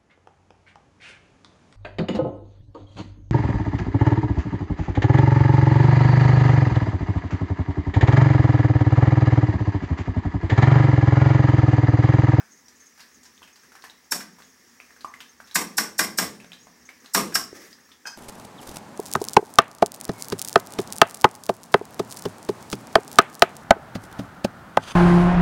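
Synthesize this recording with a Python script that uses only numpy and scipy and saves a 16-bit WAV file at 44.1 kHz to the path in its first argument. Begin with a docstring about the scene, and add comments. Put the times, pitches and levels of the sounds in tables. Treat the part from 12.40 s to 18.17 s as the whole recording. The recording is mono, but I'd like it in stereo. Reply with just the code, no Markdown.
"""Spoon on a wok rim

A spoon raps a wok to shake garlic off: coloured noise for the knock, noise in wok and stove-top resonances.
Curry bubbles pop beside it as sines of climbing pitch with a spit of spray; garlic wheezes in a narrow band.
Gas flames and fizzing oil are patchy coloured noise, the oil with tiny bubble grains on top.
A spoon clinks on a jar, which is set down and slides; a small hard kitchen answers all but flames, fizz and slide.
"""
import sys
import numpy as np
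from scipy import signal
from scipy.fft import rfft, irfft, next_fast_len
from scipy.io import wavfile
from scipy.ndimage import uniform_filter1d, map_coordinates

SR = 44100
rng = np.random.default_rng(int(sys.argv[2]) if len(sys.argv) > 2 else 0)


def unload_audio(sound):
    """Save the sound as a 16-bit wav file, at the path given as the first command line argument."""
    columns = np.transpose(np.atleast_2d(sound))
    # keep every value between -1 and 1, then stretch to whole-number steps
    steps = np.round(np.clip(columns, -1, 1) * 32767)
    wavfile.write(sys.argv[1], SR, steps.astype(np.int16))


def natural_amplitude(level_db):
    """Convert a level in decibels to a linear amplitude factor, elementwise."""
    exponent = np.asarray(level_db, float) / 20
    return 10 ** exponent


N = 254456  # samples

# broad resonances, chiefly microphone colour near 1.7 and 5.5 kHz, shared by knock and spray:
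# centre_hz, width_hz, level_db
COLOUR_PEAKS = [(977, 405, 0.5), (1640, 340, 7), (2450, 520, -6), (5330, 2240, -4), (7700, 1100, -23),
                (13040, 2240, 1)]
# noise spectrum of oil fizz and jar scrape: frequency_hz, density_db_per_hz
FIZZ_SPECTRUM = [(350, -42), (600, -68), (997, -21.5), (1100, -4.5), (1240, -3), (1490, -8), (1730, 1.5),
                 (2070, -1.5), (2240, -5.5), (2950, -11), (4220, -11), (5330, -2.5), (8740, -13.5),
                 (14900, -16.5), (16000, -10)]
WOK_PAN_DB = -0.3  # left over right


def unit(x):
    """Scales to rms 1."""
    return x / np.sqrt(np.mean(x ** 2) + 1e-20)


def along(points, hz):
    """Interpolates (Hz, value) points on a log frequency axis."""
    f, v = np.transpose(points)
    return np.interp(np.log(hz + 1), np.log(f + 1), v)


def curves(rows):
    """Interpolates each column after the time to one value per sample."""
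    s, *cols = np.transpose(rows)
    return [np.interp(np.arange(N) / SR, s, c) for c in cols]


def wobble(rate_hz):
    """Smooth random curve with rate_hz knots a second."""
    knots = rng.standard_normal(int(N * rate_hz / SR) + 4)
    return map_coordinates(knots, [np.arange(N) * rate_hz / SR])


def filtered(x, response):
    """Multiplies the spectrum of x by a response of frequency."""
    n = x.shape[-1]
    m = next_fast_len(n + 4096)
    return irfft(rfft(x, m) * response(np.fft.rfftfreq(m, 1 / SR)), m)[..., :n]


def paired(two, spectrum):
    """Colours two unrelated signals and mixes them to the likeness of two microphone ports."""
    # left-right likeness: frequency_hz, correlation
    likeness = [(60, -0.61), (180, 0.98), (550, 0.68), (1650, 0.17), (4970, -0.063), (15000, -0.031)]

    def mid_side(hz):
        turn = np.arccos(np.clip(along(likeness, hz), -1, 1)) / 2
        return natural_amplitude(along(spectrum, hz)) * [np.cos(turn), np.sin(turn)]

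    mid, side = filtered(two, mid_side)
    return np.array([mid + side, mid - side])


def rush(spectrum, patchy_db):
    """Stereo noise of rms 1 with time-frequency patches of random gain."""
    z = signal.stft(rng.standard_normal((2, N)), nperseg=512)[2]
    field = uniform_filter1d(rng.standard_normal(z.shape[1:]), 6, 0)
    field = uniform_filter1d(field, 8, 1)
    patchy = signal.istft(z * natural_amplitude(patchy_db * unit(field)), nperseg=512)[1][:, :N]
    return unit(paired(patchy, spectrum))


def ringing(peaks, count, under_db):
    """Stereo noise of rms 1 in broad resonances: modes too dense and damped to be heard singly."""
    def body(f):
        return natural_amplitude(under_db) + sum(natural_amplitude(db) / (1 + (2 * (f - c) / w) ** 2) for c, w, db in peaks)

    noise = filtered(rng.standard_normal((2, count)), body)
    return unit(paired(noise, [(40, -11), (150, -4.5), (9000, 2.0), (16000, -15.5)]))


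def dying(t, db, t60_s, attack_s):
    """Exponential decay with a soft attack from t = 0."""
    after = np.maximum(t, 0)
    return natural_amplitude(db - 60 * after / t60_s) * (1 - np.exp(-after / attack_s))


def add(out, s, sound, pan_db, room_db):
    """Places a sound and its own kitchen tail, in which each frequency dies at its own speed."""
    # kitchen decay: frequency_hz, t60_s
    kitchen = [(100, 1.57), (260, 0.13), (700, 0.38), (1840, 0.33), (4850, 0.34), (12800, 0.22)]
    hz, t, z = signal.stft(rng.standard_normal((2, SR // 2)), SR, nperseg=256)
    t60_s = np.clip(along(kitchen, hz), .05, 2)[:, None]
    tail = signal.istft(z * natural_amplitude(-60 * t / t60_s), SR, nperseg=256)[1]
    tail = paired(tail, [(20, 0)])
    tail *= np.minimum(np.arange(tail.shape[1]) / (0.00087 * SR), 1)  # walls join in over 0.87 ms
    tail /= np.linalg.norm(tail[0])
    mixed = signal.fftconvolve(sound.mean(0)[None], tail, axes=1) * natural_amplitude(room_db)
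    mixed[:, :sound.shape[-1]] += sound * natural_amplitude([[pan_db / 2], [-pan_db / 2]])
    place = out[:, round(s * SR):][:, :mixed.shape[1]]
    place += mixed[:, :place.shape[1]]


def flames(level_db):
    """Gas flames flutter as low patchy noise."""
    # flame spectrum: frequency_hz, density_db_per_hz
    flame_spectrum = [(15, -55), (25, -48), (70, -0.5), (107, -16), (192, -7.5), (224, -2.5), (253, 1.5),
                      (286, -7), (507, -9.5), (592, -16), (1000, -10.5), (1300, -60), (2200, -120)]
    return natural_amplitude(level_db + 1.0 + 0.2 * wobble(6.6)) * rush(flame_spectrum, patchy_db=2.2)


def sizzle(count, hz, spread, cycles):
    """Tiny steam bubbles in oil ring as decaying sines, most faint and a few strong."""
    draw, k = rng.random((count, 4)), np.arange(1024)
    when, tone, strength, side = draw[:, :1], draw[:, 1:2], draw[:, 2:3], draw[:, 3:]
    pitch = hz * np.exp(spread * (2 * tone - 1)) / SR  # cycles per sample
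    ring = np.sin(2 * np.pi * pitch * k) * np.exp(-3 * pitch * k / cycles)
    grain = natural_amplitude(-3 * np.log(1 - strength)) * np.minimum(k / 60, 1) * ring
    at = ((when * N).astype(int) + k).ravel()
    pair = [np.bincount(at, (grain * gain).ravel(), N + k.size)[:N] for gain in (side, 1 - side)]
    return unit(np.array(pair))


def oil(level_db):
    """Oil hisses as patchy noise and spits in bubbles of two sizes."""
    spits = natural_amplitude(-12) * sizzle(count=900, hz=5700, spread=0.045, cycles=160)
    spits += natural_amplitude(-12) * sizzle(count=300, hz=6520, spread=0.03, cycles=240)
    return natural_amplitude(level_db + .7 * wobble(12)) * (rush(FIZZ_SPECTRUM, patchy_db=1.1) + spits)


def stove():
    """Flames and oil follow slow level curves."""
    # relative levels: time_s, flame_db, fizz_db
    stove_levels = [(0, -63.5, -55.5), (1.2, -63.5, -55), (2.3, -62, -54.5), (4.4, -61, -55),
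                    (5.2, -64.5, -51.5), (5.5, -62.5, -56)]
    flame_db, fizz_db = curves(stove_levels)
    return flames(flame_db) + oil(fizz_db)


def jar_clinks():
    """The spoon on the jar excites glass resonances: a sharp tick, then a longer ring."""
    # clinks: start_s, level_db, bite_db (treble gain), pan_db (left over right)
    clinks = [(0.0, -38.5, -21.5, 4), (5.654, -30, -22, -4.5), (5.663, -38.5, -4, 2), (5.67, -31, -4, 2)]
    # glass resonances: centre_hz, width_hz, level_db
    glass = [(900, 500, -13), (1570, 190, -2), (2540, 60, -6), (3170, 60, -6), (4440, 80, -4),
             (5030, 220, 4), (5650, 60, -4), (6100, 290, 0), (6700, 180, -8), (7800, 200, -14),
             (8700, 200, -15), (10900, 300, -14), (12000, 200, -12), (13700, 350, -4)]
    out, t = np.zeros((2, N)), np.arange(SR // 5) / SR
    for s, db, bite_db, pan_db in clinks:
        clink = ringing(glass, len(t), under_db=-26)
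        clink = filtered(clink, lambda f: natural_amplitude(along([(2200, 0), (4500, bite_db)], f)))
        tick_and_ring = dying(t, db + 9, .03, .0008) + dying(t, db, .25, .003)
        add(out, s, clink * tick_and_ring, pan_db, room_db=-3)
    return out


def garlic():
    """Short soft puffs of steam whistle in a narrow band."""
    # puffs: start_s, level_db
    wheezes = [(0.118, -45), (0.172, -49.5), (0.354, -49.5), (0.4, -43.5), (0.457, -44.5), (0.74, -47.5),
               (0.941, -51), (4.226, -47), (4.452, -46)]
    out, t = np.zeros((2, N)), np.arange(SR // 10) / SR
    for s, db in wheezes:
        centre_hz = 6470 * np.exp(rng.normal(0, .025))
        puff = ringing([(centre_hz, 700, 0)], len(t), under_db=-29)
        add(out, s, puff * dying(t, db, t60_s=0.13, attack_s=0.0043), WOK_PAN_DB - 3, room_db=-4)
    return out


def bubble(hz, cycles, spit_db):
    """A bubble's pitch climbs to hz as its neck opens; it snaps, rings a few cycles and spits spray."""
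    t = np.arange(SR // 10) / SR
    life = np.clip(cycles, 1, 4 + .005 * hz)
    turns = hz * t - 0.38 * (1 - np.exp(-hz * t / 0.94))
    ring = np.sin(2 * np.pi * turns) * np.exp(-3 * hz * t / life) * (1 - np.exp(-t / 0.00032))
    # spray splashes, and hisses in the crater around the bubble's pitch
    spray = ringing(COLOUR_PEAKS + [(hz, 0.43 * hz, 7)], len(t), under_db=-10.5)
    snap = ringing([(.7 * hz, 1.2 * hz, 0)], len(t), under_db=-25) * dying(t, -9, .012, .0005)
    return ring + snap + spray * dying(t, spit_db, 0.14, 0.00029)


def curry():
    """Large bubbles burst one at a time, here and there in the pot, among ten fainter random ones."""
    # bursts: start_s, level_db, pitch_hz (end of climb), life_cycles (upper limit), spit_db
    pops = [(0.283, -36.5, 5800, 16, -13), (0.577, -40, 1550, 4.4, -8.5), (0.595, -37, 2320, 2, -10),
            (0.603, -36, 4400, 9.9, -6), (0.832, -38.5, 6400, 5.1, -9), (0.853, -39.5, 5430, 5.4, -7),
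            (0.978, -38, 3650, 8.4, -24), (1.019, -43, 1190, 11, -7.5), (1.029, -33, 3210, 11, -15),
            (1.076, -35.5, 2730, 4.8, -14), (1.158, -43, 4770, 4, -6), (1.234, -41.5, 1400, 3, -10),
            (1.319, -37.5, 1470, 5.4, -11), (1.353, -28, 1530, 3.2, -16), (1.422, -34.5, 4440, 5.2, -13),
            (1.44, -22.5, 1560, 1.1, -16), (1.498, -33, 3890, 17, -15), (1.804, -34.5, 1750, 8, 0),
            (1.985, -42, 1150, 5.8, -7), (2.003, -31.5, 1310, 2.8, -21), (2.021, -32.5, 3520, 3.9, -20),
            (2.401, -29, 2520, 7.6, -19.5), (2.506, -40.5, 1910, 18, -13.5), (2.564, -42, 1650, 10, -11.5),
            (2.608, -34, 4400, 10, -12.5), (2.646, -19.5, 1193, 9.7, -25.5), (2.739, -27.5, 2070, 20, -19),
            (2.804, -31.5, 3060, 5.5, -6.5), (3.002, -30, 1560, 6.5, -19), (3.073, -44.5, 3670, 8, -4.5),
            (3.112, -34.5, 3930, 18, -10.5), (4.001, -35.5, 2610, 19, -12.5), (4.045, -24.5, 2420, 2, -30),
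            (4.119, -24, 3220, 8.2, -24), (4.132, -28, 3860, 17, -19), (4.27, -28, 1260, 2.4, -30),
            (4.49, -28.5, 2240, 18, -16), (4.644, -43.5, 1276, 9.4, -4), (4.66, -28, 4120, 7.9, -22),
            (4.923, -34, 1680, 3.8, -4.5), (5.329, -35.5, 5020, 33, -15), (5.49, -46, 1270, 11, -8),
            (5.517, -38, 3480, 14, -12.5)]
    out = np.zeros((2, N))
    faint = []
    for when, size, tone in rng.random(size=(10, 3)):
        pitch_hz = 2000 * np.exp(0.4 * (2 * tone - 1))
        faint.append((when * (N / SR - .2), -46 - 6 * size, pitch_hz, 8, -8))
    for s, db, hz, cycles, spit_db in pops + faint:
        pan_db = rng.normal(-2, 3.5)
        add(out, s, natural_amplitude(db) * bubble(hz, cycles, spit_db), pan_db, room_db=-2)
    return out


def wok_rattle(t, rattle_db, lead_s):
    """The shaken thin wok rattles in broad rings and its rim sings on; a treble pre-echo leads in."""
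    # wok rings: centre_hz, width_hz, level_db (before scatter)
    wok_modes = [(739, 160, -9), (1150, 140, 4), (2040, 176, 2.5), (4980, 25, 8), (5460, 250, 8.5),
                 (6840, 44, 1), (7260, 60, -51), (7980, 280, -19.5), (11100, 580, -4)]
    # clank colour: frequency_hz, gain_db
    clank_colour = [(35, -53), (60, -57.5), (180, 18), (553, 1.5), (666, 6.5), (1140, 0.5), (3500, -1.5),
                    (5590, -9), (6430, -7), (8120, -0.5), (10000, -9.5), (14900, 8.5), (16000, -67)]
    scatter_db = [0, 0, 3.5] * rng.standard_normal((len(wok_modes), 1))  # each blow lands elsewhere
    wok = ringing(np.add(wok_modes, scatter_db), len(t), under_db=-7)
    clank = unit(filtered(wok, lambda f: natural_amplitude(along(clank_colour, f))))
    treble = filtered(clank, lambda f: 1 / (1 + (4300 / (f + 1)) ** 10))
    # pre-echo, not the wok itself: treble swells in for about 13 ms before each blow
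    swell = natural_amplitude(-2 + 14 * t / lead_s) * (t < .003)
    pre_echo = treble * swell * np.minimum((t + lead_s) / .004, 1)
    bite = natural_amplitude(2 - 0.62 * rattle_db) - 1  # a light rap is brighter
    rattle = (clank + bite * treble) * dying(t, rattle_db, 0.21, 0.016)
    rattle *= natural_amplitude(1.73 * wobble(84)[:len(t)])  # the wok rocks unevenly on its stand
    for later, bounce in rng.random((4, 2)):  # the spoon chatters on the rim
        chatter_db = rattle_db - 8.5 - 6 * bounce
        rattle += clank * dying(t - .02 - 0.0475 * later, chatter_db, 0.026, 0.0039)
    rim = ringing([(5570, 530, 0)], len(t), under_db=-43)
    return rattle + rim * dying(t, -15 + rng.normal(0, 2), 0.27, 0.005) + pre_echo


def hob_boom(t, rattle_db):
    """The stove top booms in low resonances, growing faster than the rattle."""
    # stove-top resonances: centre_hz, width_hz, level_db
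    hob_modes = [(75, 60, -5), (200, 24, 0), (232, 36, -4), (312, 100, -4), (419, 250, -4.5)]
    return ringing(hob_modes, len(t), under_db=-26) * dying(t, -13 + 1.44 * rattle_db, 0.56, 0.024)


def spoon():
    """Each rap knocks the spoon, rattles the thin wok and booms in the stove top."""
    # raps: start_s, level_db, rattle_db (how hard the wok is shaken)
    raps = [(1.721, -14.5, -11), (3.156, -9, -7), (3.381, -9.5, -10), (3.592, -10, -6.5),
            (3.785, -11.5, -5), (4.747, -9, -3), (4.953, -10.5, -13.5)]
    out, lead_s = np.zeros((2, N)), .013
    t = np.arange(3 * SR // 4) / SR - lead_s
    for s, db, rattle_db in raps:
        knock = ringing(COLOUR_PEAKS, len(t), under_db=-16.5) * dying(t, 3.1, 0.048, .0016)
        rap = knock + wok_rattle(t, rattle_db, lead_s) + hob_boom(t, rattle_db)
        add(out, s - lead_s, natural_amplitude(db) * rap, WOK_PAN_DB, room_db=-6.0)
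    return out


def jar_set_down():
    """The jar lands with a dull knock: a short low sine."""
    # landing: start_s, level_db, pitch_hz
    landings = [(5.129, -27, 390)]
    out, t = np.zeros((2, N)), np.arange(SR // 5) / SR
    for s, db, hz in landings:
        thud = np.sin(2 * np.pi * hz * t)[None] * dying(t, 5.9, 0.014, 0.00093)
        add(out, s, natural_amplitude(db) * thud, 0, room_db=-14)
    return out


def jar_slide():
    """The jar slides briefly and roughly: low rumble and scrape noise with unsteady levels."""
    # slide: time_s, rumble_db, scrape_db
    slide_levels = [(5.13, -48, -50), (5.17, -42.5, -46), (5.24, -56, -47), (5.3, -59, -50),
                    (5.33, -66, -53), (5.42, -73, -71)]
    rumble_db, scrape_db = curves(slide_levels)
    corners_s = slide_levels[0][0] + np.array([0, .02, .21, .29])
    moving = np.interp(np.arange(N) / SR, corners_s, [0, 1, 1, 0])
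    rumble_spectrum = [(150, -49), (300, -0.5), (500, -3.5), (900, -13), (2000, -90)]
    rumble = natural_amplitude(rumble_db + 1.3 * wobble(60)) * rush(rumble_spectrum, patchy_db=4.5)
    scrape = natural_amplitude(scrape_db + 1.5 * wobble(50)) * rush(FIZZ_SPECTRUM, patchy_db=1.5)
    return moving * (rumble + scrape)


def scene():
    """Everything on and around the stove."""
    return stove() + jar_clinks() + garlic() + curry() + spoon() + jar_set_down() + jar_slide()


def band_limit(x):
    """A steep low-pass at the top of the band."""
    return signal.sosfilt(signal.butter(12, 16650, fs=SR, output="sos"), x)


def record(dry):
    """The loudest raps saturate; the microphone drops the deepest bass and the top."""
    saturated = dry / (1 + np.abs(dry) ** 6) ** (1 / 6)
    top_hz, bass_hz = 15900, 30
    mix = filtered(saturated, lambda f: (f < top_hz) / (1 + (bass_hz / (f + 1)) ** 2))
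    return band_limit(mix)


dry = scene()
out = record(dry)
unload_audio(out)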